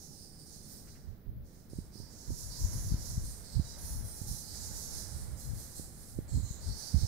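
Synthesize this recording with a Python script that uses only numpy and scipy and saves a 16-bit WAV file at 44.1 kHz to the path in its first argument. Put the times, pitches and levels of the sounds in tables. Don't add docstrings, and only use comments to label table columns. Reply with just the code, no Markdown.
import sys
import numpy as np
from scipy import signal
from scipy.fft import rfft, irfft, next_fast_len
from scipy.io import wavfile
from scipy.ndimage import uniform_filter1d

SR = 44100
rng = np.random.default_rng(int(sys.argv[2]) if len(sys.argv) > 2 else 0)


def int16_out(signal):
    q = np.round(np.clip(np.atleast_2d(signal).T, -1, 1) * 32767)
    wavfile.write(sys.argv[1], SR, q.astype(np.int16))


N = 311787
TIME = np.arange(N) / SR
CALL_SAMPLES = 16384


def gain(db):
    return 10 ** (np.asarray(db) / 20)


def unit(x):
    return x / np.sqrt(np.mean(x ** 2))


def curves(rows):
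    times, *columns = np.transpose(rows)
    return [np.interp(TIME, times, column) for column in columns]


def colour(x, points):
    hz, db = np.transpose(points)
    size = next_fast_len(N + SR // 4)
    f = np.maximum(np.fft.rfftfreq(size, 1 / SR), 1)
    response = gain(np.interp(np.log(f), np.log(hz), db))
    return irfft(rfft(x, size) * response, size)[..., :N]


def wobble(rate_hz, size=N):
    hold = max(int(SR / rate_hz), 1)
    steps = np.repeat(rng.standard_normal(size // hold + 2), hold)
    return unit(uniform_filter1d(uniform_filter1d(steps, hold), hold)[:size])


def pan(db):
    gains = gain(np.array([db, -db]).reshape(2, -1) / 2)
    return gains / np.sqrt(np.mean(gains ** 2, axis=0))


def ear_noise(shared):
    return shared * rng.standard_normal(N) + (1 - shared) * rng.standard_normal((2, N))


def pulse_spectrum(length, rate_hz, jitter, shimmer_db, arch=0.01385, wander=0.119, flutter_db=2.1):
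    count, oversample = 512, 4
    timing, strength, *slow = rng.standard_normal((4, count))
    flutter, drift = (unit(uniform_filter1d(row, size=14)) for row in slow)
    progress = np.minimum(np.arange(count) / (rate_hz * length), 1)
    hz = rate_hz * (1 + arch * (np.sin(np.pi * progress) - 2 / np.pi))
    times = np.cumsum(np.abs(1 + jitter * (timing + wander * drift)) / hz)
    fade = np.clip(np.minimum(times, length - times) / (0.19 * length), 0, 1)
    effort = gain(shimmer_db * strength + flutter_db * flutter)
    effort /= np.sqrt(np.mean(effort[progress < 1] ** 2) * rate_hz / SR)
    size = CALL_SAMPLES * oversample
    pulses = np.bincount((times * SR * oversample).astype(int), fade * effort, minlength=size)
    return rfft(pulses[:size])[:CALL_SAMPLES // 2 + 1]


def resonance(hz, width_hz, db, skirt_db=-16):
    f = np.maximum(np.fft.rfftfreq(CALL_SAMPLES, 1 / SR), 1)
    ring = 1 / (1 + ((f * f - hz * hz) / (f * width_hz)) ** 2)
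    return gain(db) ** 2 * (ring ** 2 + gain(skirt_db) ** 2)


def screech(length, rate_hz, jitter, db, hz, width_hz, upper_db, top_db, shimmer_db):
    lower = resonance(hz, width_hz, db)
    upper = resonance(hz * 1.775, width_hz * 1.27, db + upper_db)
    top = resonance(hz=14300, width_hz=1600, db=db + top_db)
    pulses = pulse_spectrum(length, rate_hz, jitter, shimmer_db)
    return irfft(pulses * np.sqrt(lower + upper + top), CALL_SAMPLES)


def add_with_echoes(out, call, start, direct_db=-14, build_s=0.0021, decay_s=0.75):
    t = np.arange(24576) / SR
    echoes = rng.standard_normal((2, t.size)) * gain(-60 * t / decay_s) * (1 - np.exp(-t / build_s))
    echoes /= np.sqrt(np.sum(echoes ** 2, axis=1, keepdims=True))
    echoes[:, 0] += gain(direct_db)
    sound = signal.fftconvolve(call[None], echoes, axes=1)
    at = int(start * SR)
    part = sound[:, max(-at, 0):N - at]
    at = max(at, 0)
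    out[:, at:at + part.shape[1]] += part


# f/Hz, level/dB
VOICE_COLOUR = [(1500, -34), (2600, -22), (3300, -15), (4000, -1), (5000, -1.5), (7000, 0), (9000, -0.5),
                (11000, -3), (13000, -2), (15500, -5)]
# f/Hz, level/dB
LEFT_EAR_COLOUR = [(3000, 4), (4400, -15.5), (6000, -11.5), (8200, -7.5), (11000, -7.5), (15000, -9.5)]


def bats_from_cave(calls, db=0.5):
    left, right = gain(db) * colour(calls, VOICE_COLOUR)
    return np.array([colour(left, LEFT_EAR_COLOUR), right])


# t/s, length/s, level/dB, throat f/Hz, its width/Hz, upper resonance against it/dB
ROUGH_CALLS = [(-0.064, .12, -38, 5850, 2290, -5.5), (0.096, .17, -39, 5130, 1300, -3),
               (0.319, .14, -40.5, 5020, 1200, -0.5), (0.439, .13, -38.5, 5470, 2700, -4),
               (0.58, 0.238, -46.5, 5300, 3200, 0.5), (0.849, 0.064, -43, 5270, 2590, -10),
               (1.413, 0.21, -54, 5370, 3300, -4), (1.677, 0.13, -48.5, 5200, 3000, 0),
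               (1.908, .092, -36, 5090, 1300, -10.5), (2.051, 0.28, -41.5, 5860, 3200, -9),
               (2.276, .2, -35.5, 5900, 3220, -2.5), (2.489, 0.082, -31.5, 4900, 1500, -10),
               (2.529, 0.13, -32, 6220, 2510, -6), (2.667, .22, -34, 6030, 2150, -2),
               (2.85, 0.15, -37.5, 5070, 2000, -16), (2.958, 0.17, -34, 6040, 3240, -5),
               (3.125, 0.3, -43.5, 5600, 4000, 0.5), (3.204, 0.143, -50.5, 4950, 1000, 12.5),
               (3.409, 0.16, -37, 4670, 1750, -6.5), (4.143, 0.18, -38.5, 6140, 3800, -4),
               (4.243, 0.162, -35, 5800, 3800, 0), (4.404, 0.18, -34, 4840, 1300, -7),
               (4.482, 0.23, -34.5, 5950, 4200, -6.5), (4.703, 0.153, -30.5, 6070, 3320, -5),
               (4.88, 0.15, -32, 5570, 3110, -3), (5.061, 0.17, -45, 5170, 3700, 4.5),
               (5.244, 0.19, -57, 5200, 5500, 6), (5.506, 0.17, -44, 5700, 6000, 2.5),
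               (5.666, .13, -44, 5350, 3310, 0), (5.748, 0.032, -40.5, 5000, 4200, 8),
               (5.897, 0.26, -50, 5540, 4800, 5), (6.591, 0.1, -35.5, 4900, 2407, -6),
               (6.676, .1, -35, 5210, 1300, -12), (6.739, .15, -31, 5300, 2500, -6),
               (6.932, 0.17, -34, 5000, 2700, -8)]


def rasps(rate_hz=850, jitter=0.09):
    out = np.zeros((2, N))
    for start, length, *voice in ROUGH_CALLS:
        call = screech(length, rate_hz, jitter, *voice, top_db=-21, shimmer_db=6.5)
        add_with_echoes(out, call, start)
    return out


# t/s, level/dB
BREEZE_STRENGTH = [(0.0, -78.5), (0.92, -73.5), (1.28, -79.5), (2.62, -68.5), (2.66, -63.5), (3.5, -67),
                   (3.74, -65), (4.51, -69), (4.55, -65.5), (5.22, -64), (5.38, -69), (5.75, -67),
                   (6.16, -71.5), (6.32, -67), (6.99, -65.5), (7.07, -65.5)]
# f/Hz, level/dB
RUSH_COLOUR = [(100, -6), (350, 5), (500, 6.5), (700, 4), (1050, -2), (1650, -0.5), (2100, -5),
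               (2700, -14.5), (4000, -8), (8000, -33)]


def air_rush(boost_db=6, flicker_db=1):
    breeze_db, = curves(BREEZE_STRENGTH)
    rush = unit(colour(ear_noise(shared=0.33), RUSH_COLOUR))
    return rush * gain(breeze_db + boost_db + flicker_db * wobble(rate_hz=12)) * pan(db=-5)


# t/s, f/Hz, level/dB
HOLLOW_PATH = [(0, 803, -74.5), (.6, 773, -76.5), (1.2, 850, -93), (2, 915, -77.5), (2.8, 993, -68),
               (3.4, 944, -82), (3.8, 911, -68.5), (4.3, 818, -70), (4.8, 864, -67), (5.3, 790, -74),
               (6.1, 773, -77), (6.5, 920, -78), (7.07, 785, -64.5)]


def hollow_note(half_width_hz=45):
    hz, db = curves(HOLLOW_PATH)
    noise = ear_noise(shared=0.45) + 1j * ear_noise(shared=0.55)
    slow = signal.sosfilt(signal.butter(2, half_width_hz, fs=SR, output="sos"), noise)
    band = np.real(slow * np.exp(2j * np.pi * np.cumsum(hz) / SR))
    return unit(band) * gain(db) * pan(db=-5.5)


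# f/Hz, level/dB
SWIRL_COLOUR = [(10, -11), (22, -2.5), (50, 7.5), (110, 2.5), (165, -10), (280, -23.5), (500, -39.5),
                (900, -46), (1500, -100)]


def swirls(speed, flicker_db=1.45):
    tone = [(hz * speed, db) for hz, db in SWIRL_COLOUR]
    sides = [colour(rng.standard_normal(N), tone) * gain(flicker_db * wobble(rate_hz=25))
             for _ in range(2)]
    return unit(np.array(sides))


def breeze_rumble(boost_db=17, veer_db=2.5):
    breeze_db, = curves(BREEZE_STRENGTH)
    veer = np.array([wobble(rate_hz=9) for _ in range(2)])
    return swirls(speed=0.99) * gain(breeze_db + boost_db + veer_db * veer)


# f/Hz, level/dB
MURMUR_COLOUR = [(20, -1), (80, -3.5), (130, -1), (200, -2.5), (300, -10), (500, -16.5), (750, -27.5),
                 (1100, -50), (3000, -66)]


def outdoor_murmur(db=-55):
    return unit(colour(ear_noise(shared=0.7), MURMUR_COLOUR)) * gain(db) * pan(db=-4)


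# f/Hz, level/dB
HISS_COLOUR = [(500, 12), (3000, -2.5), (5000, -2), (8300, -21), (11000, 2), (14500, 9), (15700, 12.5)]


def microphone_hiss(db=-64):
    return unit(colour(ear_noise(shared=0), HISS_COLOUR)) * gain(db) * pan(db=-1)


# t/s, level/dB, half length/s, side
KNOCKS = [(0.109, -40.5, 0.00097, "right"), (1.734, -32.5, 0.00053, "right"),
          (1.788, -25.5, 0.00084, "right"), (1.957, -37, 0.00062, "right"),
          (2.002, -35.5, 0.00053, "right"), (2.305, -31.5, 0.00059, "right"), (2.646, -16, 0.0034, "left"),
          (2.921, -18, .0014, "left"), (2.943, -22.5, 0.0012, "left"), (3.178, -21, 0.0016, "left"),
          (3.597, -16.5, .0012, "right"), (4.217, -28, .0012, "right"), (4.314, -25.5, 0.0016, "right"),
          (5.535, -25, 0.0015, "left"), (5.797, -31, 0.0006, "right"), (6.189, -22, 0.00063, "right"),
          (6.351, -18.5, 0.0019, "right"), (6.509, -26.5, .0016, "left"), (6.945, -13, 0.0014, "right")]


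def wind_knocks(boost_db=3, low_cut_hz=55, pan_db=17):
    out = np.zeros((2, N))
    for at, db, half_length, side in KNOCKS:
        near = np.abs(TIME - at) < 0.02
        suction = np.exp(-0.5 * ((TIME[near] - at) / half_length) ** 2)
        out[:, near] -= gain(db + boost_db) * pan(pan_db if side == "left" else -pan_db) * suction
    return signal.sosfilt(signal.butter(2, low_cut_hz, "high", fs=SR, output="sos"), out)


# t/s, length/s, first f/Hz, last f/Hz, level/dB
THIN_CALLS = [(0.16, .08, 4750, 4960, -58), (1.925, 0.072, 4740, 4940, -61), (2.5, 0.12, 4760, 5760, -50),
              (3.188, 0.134, 8550, 8670, -56), (6.675, 0.079, 4436, 4525, -46.5),
              (6.805, .08, 4550, 4730, -47)]


def squeals(waver=0.0032):
    out = np.zeros((2, N))
    t = np.arange(CALL_SAMPLES) / SR
    for start, length, first_hz, last_hz, db in THIN_CALLS:
        progress = np.minimum(t / length, 1)
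        hz = first_hz + (last_hz - first_hz) * progress
        hz *= 1 + waver * wobble(rate_hz=400, size=t.size)
        swell = np.sqrt(2 * np.abs(np.sin(np.pi * progress)))
        tone = np.sin(2 * np.pi * np.cumsum(hz) / SR)
        add_with_echoes(out, gain(db) * swell * tone, start)
    return out


# t/s, length/s, pulse f/Hz, jitter/fraction, level/dB, throat f/Hz, its width/Hz,
# upper resonance against it/dB, top resonance against it/dB
PITCHED_CALLS = [(0.65, 0.107, 828, 0.044, -44, 5130, 1300, 0.5, 4),
                 (3.598, 0.13, 970, .028, -35, 5220, 2800, -9, -20),
                 (3.743, .21, 857, .028, -37, 5720, 2240, 3, -2),
                 (4.02, 0.152, 812, 0.01, -41.5, 5450, 2000, 7.5, 3),
                 (5.353, .13, 841, 0.014, -42.5, 5800, 5500, 1, -11),
                 (6.262, 0.113, 1060, 0.042, -40, 4220, 1640, 3, -20),
                 (6.41, .12, 1010, 0.047, -41.5, 3900, 1400, 6.5, -20)]


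def buzzes():
    out = np.zeros((2, N))
    for start, *voice in PITCHED_CALLS:
        add_with_echoes(out, screech(*voice, shimmer_db=6), start)
    return out


# t/s, level/dB
NEAR_SCUFFS = [(0.887, -65.5), (0.962, -67)]


def scuffs(half_length_s=0.013, band_hz=(1100, 2400)):
    grit = signal.sosfilt(signal.butter(2, band_hz, "band", fs=SR, output="sos"), ear_noise(shared=0.33))
    swells = sum(gain(db) * np.exp(-0.5 * ((TIME - at) / half_length_s) ** 2) for at, db in NEAR_SCUFFS)
    return unit(grit) * swells * pan(db=-6)


# peak t/s, length/s, level/dB, left minus right/dB
WIND_PUFFS = [(1.093, 0.16, -40.5, -35), (1.285, 0.077, -39.5, -31), (1.38, 0.24, -43.5, 4),
              (1.77, 0.24, -46, -7), (2.017, 0.11, -43.5, -13), (2.317, 0.11, -33.5, -11),
              (2.46, 0.27, -46, 12), (2.646, 0.22, -34.5, -0.5), (2.773, 0.18, -35, 1),
              (2.919, 0.3, -34, 3), (3.173, 0.36, -37, 3), (3.578, 0.11, -29.5, -29),
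              (3.966, 0.48, -40, 4.5), (4.307, 0.26, -40.5, -4), (4.692, 0.5, -46, -11),
              (5.306, 0.23, -38.5, -15), (5.52, 0.28, -38, 16), (6.19, 0.21, -42.5, -4),
              (6.365, .14, -26.5, -13), (6.447, 0.072, -33.5, -13), (6.695, 0.17, -36.5, 7),
              (6.964, 0.085, -24, -35), (7.034, 0.074, -28.5, -16)]


def gusts(boost_db=1):
    strength = np.zeros((2, N))
    for peak, length, db, pan_db in WIND_PUFFS:
        swell = np.cos(np.pi * np.clip((TIME - peak) / length, -0.5, 0.5)) ** 2
        strength += gain(db + boost_db) * swell * pan(pan_db)
    return swirls(speed=1.09) * strength


def scene():
    bats = bats_from_cave(rasps() + squeals() + buzzes())
    wind = air_rush() + hollow_note() + breeze_rumble() + wind_knocks() + gusts()
    return bats + wind + outdoor_murmur() + microphone_hiss() + scuffs()


def record(dry):
    top_hz = 15600
    return signal.sosfilt(signal.ellip(10, 0.2, 80, top_hz, fs=SR, output="sos"), dry)


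dry = scene()
out = record(dry)
int16_out(out)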